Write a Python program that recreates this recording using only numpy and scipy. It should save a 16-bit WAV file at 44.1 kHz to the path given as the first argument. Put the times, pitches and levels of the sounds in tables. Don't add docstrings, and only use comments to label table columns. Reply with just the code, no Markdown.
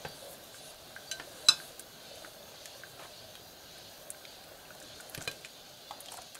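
import sys
import numpy as np
from scipy import signal
from scipy.fft import rfft, irfft, next_fast_len
from scipy.io import wavfile
from scipy.ndimage import uniform_filter1d, map_coordinates

SR = 44100
rng = np.random.default_rng(int(sys.argv[2]) if len(sys.argv) > 2 else 0)


def wrap_up_sound(samples):
    columns = np.atleast_2d(samples).T
    tamed = np.clip(columns, -1, 1)
    steps = np.round(tamed * 32767).astype(np.int16)
    wavfile.write(sys.argv[1], SR, steps)


def convert_level_to_amplitude(level_db):
    exponent = np.asarray(level_db, float) / 20
    return 10 ** exponent


N = 281799


def unit(x):
    return x / np.sqrt(np.mean(x ** 2) + 1e-20)


def along(points, hz):
    f, value = np.transpose(points)
    return np.interp(np.log(hz + 1), np.log(f + 1), value)


def curve(rows):
    s, value = np.transpose(rows)
    return np.interp(np.arange(N) / SR, s, value)


def wobble(rate):
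    knots = rng.standard_normal(int(N * rate / SR) + 4)
    return map_coordinates(knots, [np.arange(N) * rate / SR])


def filtered(x, response):
    m = next_fast_len(len(x) + 8192)
    return irfft(rfft(x, m) * response(np.fft.rfftfreq(m, 1 / SR)), m)[:len(x)]


def peak(f, hz, width_hz):
    return 1j * f * width_hz / (hz * hz - f * f + 1j * f * width_hz)


def add(track, s, sound):
    track[round(s * SR):][:len(sound)] += sound


def fizz(response, patchy_db, grain_db, grain_rate):
    z = signal.stft(rng.standard_normal(N), nperseg=2048)[2]
    field = uniform_filter1d(rng.standard_normal(z.shape), size=2, axis=0)
    field = uniform_filter1d(field, size=3, axis=1)
    patches = convert_level_to_amplitude(patchy_db * np.clip(unit(field), -3, 1.8))
    bed = unit(signal.istft(z * patches, nperseg=2048)[1][:N])
    grains = (rng.random(N) < grain_rate / SR) * np.clip(rng.standard_normal(N), -2, 2)
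    return unit(filtered(bed + convert_level_to_amplitude(grain_db) * unit(grains), response))


def ring(modes, t, age, rough):
    knots = rng.standard_normal((len(modes), 2, len(t) // 180 + 2))
    total = 0
    for (hz, db, t60), (a, b) in zip(modes, knots):
        drift = np.interp(t * SR / 180, np.arange(len(a)), a + 1j * b)
        waver = 1 + rough * min(hz / 3500, 1) * drift
        total = total + convert_level_to_amplitude(db - 60 * age / t60) * np.imag(waver * np.exp(2j * np.pi * hz * t))
    return total


# f/Hz, width/Hz, level/dB
WALL = [(600, 21, -3.5), (1560, 27, 2), (3490, 22, 1), (4000, 29, -11), (4600, 23, -4), (6030, 83, 8)]


def wall(f):
    return 1 + 0.31 * sum(convert_level_to_amplitude(db) * abs(peak(f, hz, width)) for hz, width, db in WALL)


# t/s, level/dB
CHURN = [(0.0, -55), (0.1, -55), (0.55, -57.5), (1.05, -57.5), (1.33, -55), (1.94, -57.5), (2.13, -56.5),
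         (3.01, -58), (3.47, -58), (4.41, -57.5), (4.63, -57), (5.2, -56), (5.48, -59), (5.73, -59.5),
         (6.01, -58), (6.39, -60.5)]
# f/Hz, level/dB per Hz
BOIL = [(180, -42), (300, -17), (362, -8), (404, -7.5), (429, -7.5), (603, -2), (668, -3.5), (820, -7.5),
        (901, -12.5), (1430, -13), (1570, -9.5), (1750, -16), (2300, -20), (2990, -32), (5060, -120)]


def boil():
    noise = fizz(lambda f: convert_level_to_amplitude(along(BOIL, f)) * wall(f), patchy_db=2.5, grain_db=-12, grain_rate=160)
    return convert_level_to_amplitude(curve(CHURN) + 1.74 + 0.55 * wobble(22)) * noise


# f/Hz, level/dB per Hz
RUMBLE = [(12, -45), (20, -8), (151, 0.5), (207, -3), (241, -2.5), (314, -3), (350, -7.5), (460, -25),
          (770, -120)]
RUMBLE_DB, RUMBLE_FOLLOWS = -62.5, 0.79


def rumble():
    churn_db = curve(CHURN)
    level_db = RUMBLE_DB + RUMBLE_FOLLOWS * (churn_db - churn_db.mean())
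    return convert_level_to_amplitude(level_db) * fizz(lambda f: convert_level_to_amplitude(along(RUMBLE, f)), patchy_db=2.5, grain_db=-14, grain_rate=27)


# t/s of the crest, level/dB over the lull, length/s
SURGES = [(0.13, 4, 0.49), (0.65, 4, 0.31), (1.202, 3, 0.74), (1.64, 3.5, 0.38), (2.13, 5, 0.33),
          (2.66, 5, 0.29), (3.18, 3.5, 0.53), (3.793, 4.5, 0.33), (4.34, 3.5, 0.24), (4.912, 4.5, 0.25),
          (5.445, 3, 0.82), (5.92, 1, 0.67), (6.19, 5, 0.34)]
BUILD_SHARE = 0.53


def surging(late_s):
    t = np.linspace(0, N / SR, num=1000)
    s, db, length = np.transpose(SURGES)[:, :, None]
    crest = s + late_s
    half = length * np.where(t < crest, BUILD_SHARE, 1 - BUILD_SHARE)
    height_db = (db * np.exp(-((t - crest) / half) ** 2)).sum(axis=0)
    return np.interp(np.arange(N) / SR, t, height_db)


# f/Hz, level/dB per Hz
STEAM = [(1180, -36), (2000, -15.5), (2790, -5), (3590, -2), (3890, -1), (4310, -0.5), (4520, -3.5),
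         (4670, -2), (5400, -12.5), (7020, -39), (11900, -120)]
LULL_DB = -59


def steam():
    noise = fizz(lambda f: convert_level_to_amplitude(along(STEAM, f)) * wall(f), patchy_db=3.5, grain_db=-17.5, grain_rate=400)
    return convert_level_to_amplitude(LULL_DB + 1.085 * surging(0) + 0.58 + 0.17 * wobble(12)) * noise


# f/Hz, level/dB per Hz
SEETHE = [(3120, -35), (5300, -5), (5540, -3.5), (6520, 1), (7400, -8), (9620, -45), (16300, -120)]
SEETHE_DB, SEETHE_FOLLOWS = -64.5, 0.91


def seethe():
    noise = fizz(lambda f: convert_level_to_amplitude(along(SEETHE, f)), patchy_db=5.5, grain_db=-6.5, grain_rate=300)
    return convert_level_to_amplitude(SEETHE_DB + SEETHE_FOLLOWS * surging(0)) * noise


# f/Hz, level/dB per Hz
SPIT = [(6820, -26), (11600, -4.5), (13100, 3), (15300, -2.5), (15800, -2.5)]
SPIT_DB, SPIT_YIELDS = -59.5, 0.78
SPIT_LATE_S = -0.0054
COVERED_S, COVER_DB = 4.5, -1.5


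def spit():
    covered = np.clip((np.arange(N) / SR - COVERED_S) / 0.08, 0, 1)
    level_db = SPIT_DB - SPIT_YIELDS * surging(SPIT_LATE_S) + COVER_DB * covered
    return convert_level_to_amplitude(level_db) * fizz(lambda f: convert_level_to_amplitude(along(SPIT, f)), patchy_db=1.5, grain_db=-10, grain_rate=600)


# t/s, level/dB, f/Hz
GURGLES = [(0.103, -42, 570), (0.177, -41.5, 610), (0.205, -47, 640), (0.225, -39.5, 577),
           (0.272, -44, 554), (0.424, -51, 560), (0.466, -50, 640), (0.633, -53, 603), (0.714, -46, 656),
           (1.047, -44, 592), (1.133, -39, 650), (1.273, -40.5, 590), (1.319, -49, 585), (1.445, -44, 577),
           (1.584, -51, 614), (2.076, -57, 570), (2.113, -39, 610), (2.138, -43, 505), (2.172, -42.5, 635),
           (2.221, -36.5, 624), (2.274, -40, 630), (2.339, -45, 575), (2.419, -50, 600), (2.467, -50, 630),
           (2.485, -43, 596), (2.719, -45, 643), (2.756, -42, 574), (2.977, -48, 700), (3.023, -45, 600),
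           (3.219, -45, 560), (3.285, -44, 635), (3.805, -49, 594), (4.005, -46, 565), (4.069, -44, 622),
           (4.118, -45, 660), (4.137, -43, 586), (4.248, -49, 635), (4.385, -52, 762), (4.708, -45, 615),
           (4.827, -51, 290), (4.856, -49, 236), (4.887, -53, 125), (4.9, -45, 620), (4.972, -49, 452),
           (5.037, -47, 590), (5.211, -39, 700), (5.982, -55, 577), (6.07, -45, 740), (6.35, -50, 719)]
GURGLE_CYCLES, GURGLE_RISE_S, GURGLE_DB = 17.6, 0.0037, -5


def gurgles():
    out, t = np.zeros(N + SR), np.arange(SR // 16) / SR
    for s, db, hz in GURGLES:
        shape = convert_level_to_amplitude(-60 * t * hz / GURGLE_CYCLES) * (1 - np.exp(-t / GURGLE_RISE_S))
        tone = np.sin(2 * np.pi * hz * t * (1.01 - 1.0 * t) + 6 * rng.random())
        add(out, s, convert_level_to_amplitude(db + GURGLE_DB) * shape / shape.max() * tone)
    return out[:N]


# t/s, level/dB, f/Hz
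DROPS = [(0.052, -32.5, 1560), (0.544, -40.5, 1560), (0.9628, -28.5, 1570), (1.6006, -34.5, 1580),
         (2.247, -34, 1510), (2.656, -42, 1760), (2.835, -32.5, 1560), (4.146, -40.5, 1560),
         (1.198, -29.5, 1800), (4.2511, -35.5, 2270), (4.7048, -38, 1480), (4.816, -42, 1560),
         (5, -37, 1500), (5.1261, -46, 1440), (5.147, -36, 1560), (5.212, -33, 1510), (6.368, -40, 1560),
         (0.1336, -50, 1550), (0.3436, -44, 1680), (0.9128, -48, 1610), (1.7953, -50, 1550),
         (2.0572, -49, 1520), (2.372, -56, 1560), (2.5192, -50, 1550), (2.9008, -54, 1580),
         (2.9751, -49, 1390), (2.9941, -42, 1300), (3.052, -48, 1300), (4.098, -46, 1530),
         (4.5906, -46, 1560), (5.253, -42, 1570), (5.447, -48, 1560), (5.911, -43, 1580),
         (6.116, -52, 1370), (6.178, -41, 1370), (6.353, -45, 1350)]
# t/s, level/dB, f/Hz
PLOPS = [(4.5171, -45, 600), (4.7461, -48, 800), (5.9081, -34, 814), (5.9095, -35, 1130),
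         (5.9361, -43, 760), (6.0856, -44, 729), (6.1171, -42, 1010), (6.1221, -42, 805),
         (6.1421, -39, 720), (6.1721, -44, 745), (6.1851, -34.5, 734), (6.2151, -50, 680)]
# t/s, level/dB, f/Hz
TINKS = [(0.0496, -40, 2580), (1.1975, -34, 2930), (1.205, -41, 2520), (2.4285, -41, 3700),
         (2.9936, -44, 2620), (3.3537, -37.5, 3300), (3.7871, -44, 3000), (4.2524, -33.5, 3900),
         (4.6531, -40.5, 2700), (4.7046, -45, 2600), (5.1474, -39, 2800), (5.176, -45, 2500),
         (5.4471, -31.5, 2500), (5.4486, -38, 3100), (5.9091, -34.5, 3330), (6.0591, -43, 3300),
         (6.0848, -31.5, 3320), (6.0893, -37, 3220)]
BUBBLE_CYCLES = 44, 35, 49
SPLASH_DB = 2, 10, 1
LANDING_DB = -6


def drops():
    out, t = np.zeros(N + SR), np.arange(SR // 8) / SR
    for rows, splash_db, cycles in zip((DROPS, PLOPS, TINKS), SPLASH_DB, BUBBLE_CYCLES):
        for s, db, hz in rows:
            t60 = cycles / hz
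            shape = convert_level_to_amplitude(-60 * t / t60) * (1 - np.exp(-t / 0.00045))
            tone = shape * np.sin(2 * np.pi * hz * t * (0.981 + 1.6 * t))
            spray = rng.standard_normal(len(t)) * convert_level_to_amplitude(splash_db - 60 * t / t60)
            splash = filtered(spray, lambda f: peak(f, 1.08 * hz, 0.54 * hz) * peak(f, 1.08 * hz, 1.7 * hz))
            landing = rng.standard_normal(len(t)) * convert_level_to_amplitude(LANDING_DB - 60 * t / 0.0094)
            click = filtered(landing, lambda f: peak(f, 1430, 2600) ** 2)
            add(out, s + 0.00017, convert_level_to_amplitude(db - 2.0) * (tone + splash + click))
    return out[:N]


# f/Hz, level/dB, t60/s
RIM = [(155, -29.5, 0.11), (250, -30, 0.079), (347, -26, 0.061), (560, -36.5, 0.13), (700, -37, 0.19),
       (895, -32, 0.17), (1048, -28.5, 0.18), (1230, -27.5, 0.19), (1390, -34, 0.092), (1580, -30, 0.34),
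       (2577, -25.5, 0.28), (2755, -24, 0.1), (3515, -25, 0.28), (3620, -26, 0.22), (3990, -25, 0.33),
       (3900, -26, 0.23), (4600, -36, 0.43), (4950, -29, .2), (5190, -17, 0.18), (5320, -28, 0.19),
       (6212, -17, 0.12), (6840, -34, .18), (7200, -30, .15), (7660, -23, 0.15), (8177, -25, 0.15),
       (8600, -40, .12)]
# f/Hz, level/dB, t60/s
SIDE_WALL = [(635, -27, 0.36), (1550, -4.5, 0.27), (2410, -14, .08), (2700, -9, 0.087), (3068, -12, .1),
             (3550, -31, 0.27), (4000, 1.5, 0.18), (4600, -25, 0.33), (5740, -23, 0.27), (6100, -10, .08),
             (6140, -0.5, 0.077), (7520, -6, 0.07), (8840, -14, 0.092)]
# f/Hz, level/dB, t60/s
HOOP = [(560, -14, .12), (1120, -19, 0.13), (1597, -9.5, 0.13), (3500, -10, 0.1), (4030, -4.5, 0.11),
        (6860, -24, 0.055), (8700, -11, 0.045)]
# f/Hz, level/dB, t60/s
RIM_CLANK = [(1215, -17, 0.0073), (1340, -19, 0.0089), (1435, -15, 0.0067), (2630, -18, 0.03),
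             (3997, 0, 0.025), (4990, -12, 0.022), (5230, -12.5, 0.015), (6140, -14, 0.008),
             (6980, -39, .03), (7730, -14.5, 0.017), (9050, -20, .012), (10200, -30, .02)]
# f/Hz, level/dB, t60/s
SIDE_CLANK = [(2270, -9, 0.047), (2960, 3, 0.039), (4700, -21, .04), (5950, -1, .05), (7450, -2, 0.037),
              (9500, -4, .03), (11200, -11, 0.018)]
# f/Hz, level/dB, t60/s
HOOP_CLANK = [(502, -3.5, 0.019), (1626, -5.5, 0.034), (2467, 1.5, 0.033), (3050, 0, 0.015),
              (4000, -2, 0.06), (5080, -10, .02), (6000, -18, .015), (8500, -19, .025)]
# t/s, ring level/dB, clank level/dB, contact/s, crack level/dB
BLOWS = [
    (1.4853, -10.5, -10.5, 0.011, -15),
    (1.1132, -34.5, -40, 0.0054, -29),
    (5.2753, -31.5, -32.5, 0.0049, -28.5),
]
RISE_S, SLOSH = (0.0011, 0.0003, 0.00045), (0.23, 0.12, 0.25)
REBOUND_S, REBOUND_DB = 0.009, (-34, -5, -19)


def dense_steel(f):
    return peak(f, 4500, 7100) * peak(f, 4000, 9400) * peak(f, 5700, 11400)


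def blows():
    out, t = np.zeros(N + SR), np.arange(SR // 2) / SR
    bodies = [(RIM, RIM_CLANK), (SIDE_WALL, SIDE_CLANK), (HOOP, HOOP_CLANK)]
    for blow, (free, damped), rise, slosh, second_db in zip(BLOWS, bodies, RISE_S, SLOSH, REBOUND_DB):
        s, ring_db, clank_db, contact, crack_db = blow
        after = np.sqrt((t - contact) ** 2 + 0.0024 ** 2) / 2 + (t - contact) / 2
        clank = convert_level_to_amplitude(clank_db) * ring(damped, t, after, rough=0.068)
        steel = convert_level_to_amplitude(ring_db) * ring(free, t, t, rough=slosh) + clank
        fade = convert_level_to_amplitude(-60 * t / 0.032) + 0.18 * convert_level_to_amplitude(-60 * t / 0.23)
        crack = convert_level_to_amplitude(crack_db) * fade * filtered(rng.standard_normal(len(t)), dense_steel)
        add(out, s, (1 - np.exp(-t / rise)) * steel + (1 - np.exp(-t / 0.0003)) * crack)
        rebound = convert_level_to_amplitude(clank_db) * ring(damped, t, after, rough=0.22) + crack
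        add(out, s + REBOUND_S, convert_level_to_amplitude(second_db) * rebound)
    return out[:N]


# t/s, level/dB, centre f/Hz, mid band
# level/dB
TICKS = [(0.085, -38.5, 10500, -19), (.1125, -46, 10000, -20), (0.3824, -46, 12500, -20),
         (0.4384, -41, 12300, -18), (.55, -45, 8500, -15), (.744, -47, 9000, -15), (0.8744, -44, 11000, -9),
         (.893, -46, 8500, -15), (.955, -47, 9500, -15), (1.074, -48, 7370, -1), (1.198, -38, 5500, 3),
         (1.6001, -43, 7500, -10), (1.7945, -28, 9050, -16), (1.8045, -38, 8500, -15),
         (1.8225, -44, 11000, -23), (2.028, -47, 10000, -15), (2.157, -43, 10000, -15),
         (2.6563, -30.5, 6240, -9), (2.6563, -32.5, 8800, -20), (3.353, -36, 10200, 2),
         (3.7807, -40, 9150, -6), (4.0227, -45, 8000, -7), (4.103, -21, 8760, -23.5), (4.439, -41, 9420, 0),
         (4.7501, -41, 7500, -10),
         (4.801, -36, 7800, -19), (4.8253, -39, 7760, -30), (5.006, -35.5, 8500, -23),
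              (5.097, -32.5, 11500, -21), (5.1355, -45, 6000, -13), (5.1447, -36, 7500, -23),
              (5.148, -27, 12000, 3), (5.148, -34, 7000, -4), (5.176, -32, 9000, 2),
              (5.2075, -35, 6500, -2), (5.216, -32, 7660, -8), (5.223, -29, 7200, -15),
              (5.2445, -39, 7360, -19), (5.2514, -40, 7630, -3), (5.237, -41, 5000, -4),
              (5.275, -41, 13600, -10), (5.314, -32, 6000, -5), (5.3134, -33, 11500, -1),
              (5.412, -45, 8500, -26), (5.4483, -29.5, 8150, 5), (5.456, -36, 8100, 1),
              (5.91, -40.5, 6840, -15), (6.0046, -30, 10500, -21), (6.059, -36, 7920, -7),
              (6.0836, -41, 7660, -12), (6.118, -38, 9000, -10), (6.12, -32, 8500, -7),
              (6.139, -35, 11500, -5), (6.171, -32, 8500, -9), (6.187, -48, 10400, -4),
              (6.2186, -33.5, 8200, -9), (6.2694, -49, 6860, -8), (6.346, -36, 8100, -9),
              (6.352, -32.5, 8800, -1)]
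TICK_T60_S = 0.035
TOP_BAND_DB, TOP_LOSS, TOP_GAIN = -17, 0.44, 2.6


def ticks():
    out, t = np.zeros(N + SR), np.arange(SR // 8) / SR
    for s, db, hz, mid_db in TICKS:
        top_db = TOP_BAND_DB - TOP_LOSS * (db + 46) + TOP_GAIN * (hz - 9000) / 1000
        fade = convert_level_to_amplitude(-60 * t / TICK_T60_S) + 0.89 * convert_level_to_amplitude(-60 * t / 0.0035)
        puff = rng.standard_normal(len(t)) * fade + 7 * (t == 0)
        wire = lambda f: (peak(f, hz, 4300) ** 2 - convert_level_to_amplitude(mid_db + 1.5) * peak(f, 2600, 3900) ** 2
                          - convert_level_to_amplitude(top_db + 4) * peak(f, 15300, 5000) ** 2)
        tick = filtered(puff, wire)
        add(out, s + 0.00056, convert_level_to_amplitude(db + 0.5) * tick / abs(tick).max())
    return out[:N]


# t/s, level/dB, thump level/dB, upper level/dB, t60/s
KNOCKS = [
    (0.048, -34.5, -14, -6, 0.068),
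    (0.061, -41, -2.5, -15, 0.049),
    (1.197, -39, -21, -3, 0.08),
    (1.212, -57, -22, -3, 0.04),
    (2.244, -41, -32, -22, 0.041),
    (2.993, -47, -21, -6, 0.12),
    (3.049, -51, -13, -14, 0.054),
    (5.175, -39, 1, -13, 0.023),
    (5.182, -42.5, 4, -11, 0.034),
    (5.2741, -36, -7.5, 0, 0.042),
]


def knocks():
    out, t = np.zeros(N + SR), np.arange(SR // 4) / SR
    for s, db, thump_db, upper_db, t60 in KNOCKS:
        puff = rng.standard_normal(len(t)) * convert_level_to_amplitude(-60 * t / t60) + 5 * (t == 0)
        wood = lambda f: (peak(f, 500, 410) + convert_level_to_amplitude(upper_db - 5) * peak(f, 820, 1640)) * peak(f, 720, 3500)
        body = filtered(puff, wood)
        shape = convert_level_to_amplitude(thump_db - 60 * t / (0.82 * t60)) * (1 - np.exp(-t / 0.0015))
        thump = shape * np.sin(2 * np.pi * 148 * t)
        add(out, s + 0.00147, convert_level_to_amplitude(db) * (convert_level_to_amplitude(12.0) * body + convert_level_to_amplitude(9.5) * thump))
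    return out[:N]


# t/s, length/s, f/Hz, level/dB
GRAZES = [(0.054, 0.15, 4600, -54), (1.0, 0.07, 3500, -59), (1.07, 0.093, 4600, -51.5),
          (1.458, 0.024, 7700, -47), (1.463, 0.018, 4000, -42), (1.444, 0.026, 600, -48),
          (3.163, 0.054, 4420, -55), (3.422, 0.12, 4800, -60.5), (4.27, 0.13, 4600, -59),
          (5.865, 0.12, 3490, -55.5), (5.871, 0.12, 4600, -59)]


def grazes():
    out = np.zeros(N + SR)
    for s, length, hz, db in GRAZES:
        t = np.arange(round(length * SR)) / SR
        shape = np.minimum(t / 0.0071, 1) * (1 - t / length) ** 0.5
        add(out, s, shape * ring([(hz, db + 1.0, 9)], t, t, rough=0.29))
    return out[:N]


# t/s, length/s, centre f/Hz, width/Hz, level/dB
STROKES = [(0.203, 0.12, 556, 250, -54), (0.082, 0.23, 9500, 5000, -58.5),
           (0.274, 0.077, 11000, 11000, -51.5), (.51, 0.1, 8000, 5000, -56.5),
           (0.59, 0.14, 9700, 3000, -56), (1.302, 0.24, 9500, 5000, -60), (1.554, 0.16, 10200, 8000, -54),
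           (2.978, 0.102, 960, 1900, -53), (2.984, 0.075, 2540, 1500, -63), (5.2, 0.074, 9000, 9000, -58),
           (6.09, 0.095, 7000, 8000, -54.5)]


def strokes():
    out = np.zeros(N + SR)
    for s, length, hz, width_hz, db in STROKES:
        u = np.arange(round(length * SR)) / (length * SR)
        bursts = uniform_filter1d(1. * (rng.random(len(u)) < 0.006), size=30)
        crackle = rng.standard_normal(len(u)) * (1 + 12 * bursts)
        flutter = convert_level_to_amplitude(1.2 * np.interp(u * length * 60, np.arange(20), rng.standard_normal(20)))
        shape = flutter * np.minimum(u / 0.32, 1) * np.minimum((1 - u) / 0.2, 1)
        add(out, s, convert_level_to_amplitude(db) * shape * unit(filtered(crackle, lambda f: peak(f, hz, width_hz) ** 2)))
    return out[:N]


# t/s, level/dB
STIRRING = [(0.0, -63), (0.98, -63.5), (1.53, -58.5), (1.83, -66.5), (2.26, -60.5), (2.44, -65.5),
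            (3.04, -61.5), (3.49, -66.5), (4.2, -63.5), (4.54, -64.5), (5.16, -63), (5.68, -66),
            (6.21, -64.5), (6.39, -67)]
# f/Hz, level/dB per Hz
RUSTLE = [(4290, -23), (7300, -7), (8300, -4.5), (8370, -4), (9890, -4.5), (11700, -7.5), (15200, -42),
          (22000, -120)]


def rustle():
    noise = fizz(lambda f: convert_level_to_amplitude(along(RUSTLE, f)), patchy_db=2.5, grain_db=-7, grain_rate=340)
    return convert_level_to_amplitude(curve(STIRRING) + 1.0) * noise


# f/Hz, t60/s
KITCHEN = [(200, 0.36), (2000, 0.17), (6000, 0.053), (12000, 0.063)]


def kitchen(x):
    hz, t, z = signal.stft(rng.standard_normal(SR // 2), SR, nperseg=256)
    tail = signal.istft(z * convert_level_to_amplitude(-60 * t / along(KITCHEN, hz)[:, None]), SR, nperseg=256)[1]
    delayed = np.pad(x, (150, 0))
    return signal.fftconvolve(delayed, tail / np.linalg.norm(tail))[:N]


BLUNT_HZ = 14800


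def scene():
    blunt = filtered(blows() + strokes(), lambda f: 1 / (1 + (f / BLUNT_HZ) ** 16))
    near = blunt + grazes() + ticks() + knocks()
    inside = drops() + gurgles()
    room = kitchen(convert_level_to_amplitude(-12.0) * near + convert_level_to_amplitude(-13) * inside)
    simmer = boil() + steam() + rumble()
    stirred = convert_level_to_amplitude(0.8 * wobble(23)) * (rustle() + spit() + seethe())
    return (near + inside + room + simmer + stirred)[None]


def band_limit(x):
    return signal.sosfilt(signal.butter(12, 16640, fs=SR, output="sos"), x)


TOP_HZ, TOP_GATE_DB = 15750, -59


def record(dry):
    body = filtered(dry[0], lambda f: f < TOP_HZ)
    top = filtered(dry[0], lambda f: (f >= TOP_HZ) * (f < 16600))
    power = abs(uniform_filter1d(top ** 2, size=256)) / convert_level_to_amplitude(2 * TOP_GATE_DB)
    gate = convert_level_to_amplitude(-36) + power ** 2 / (1 + power ** 2)
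    mix = body + top * gate
    return band_limit(mix[None])


dry = scene()
out = record(dry)
wrap_up_sound(out)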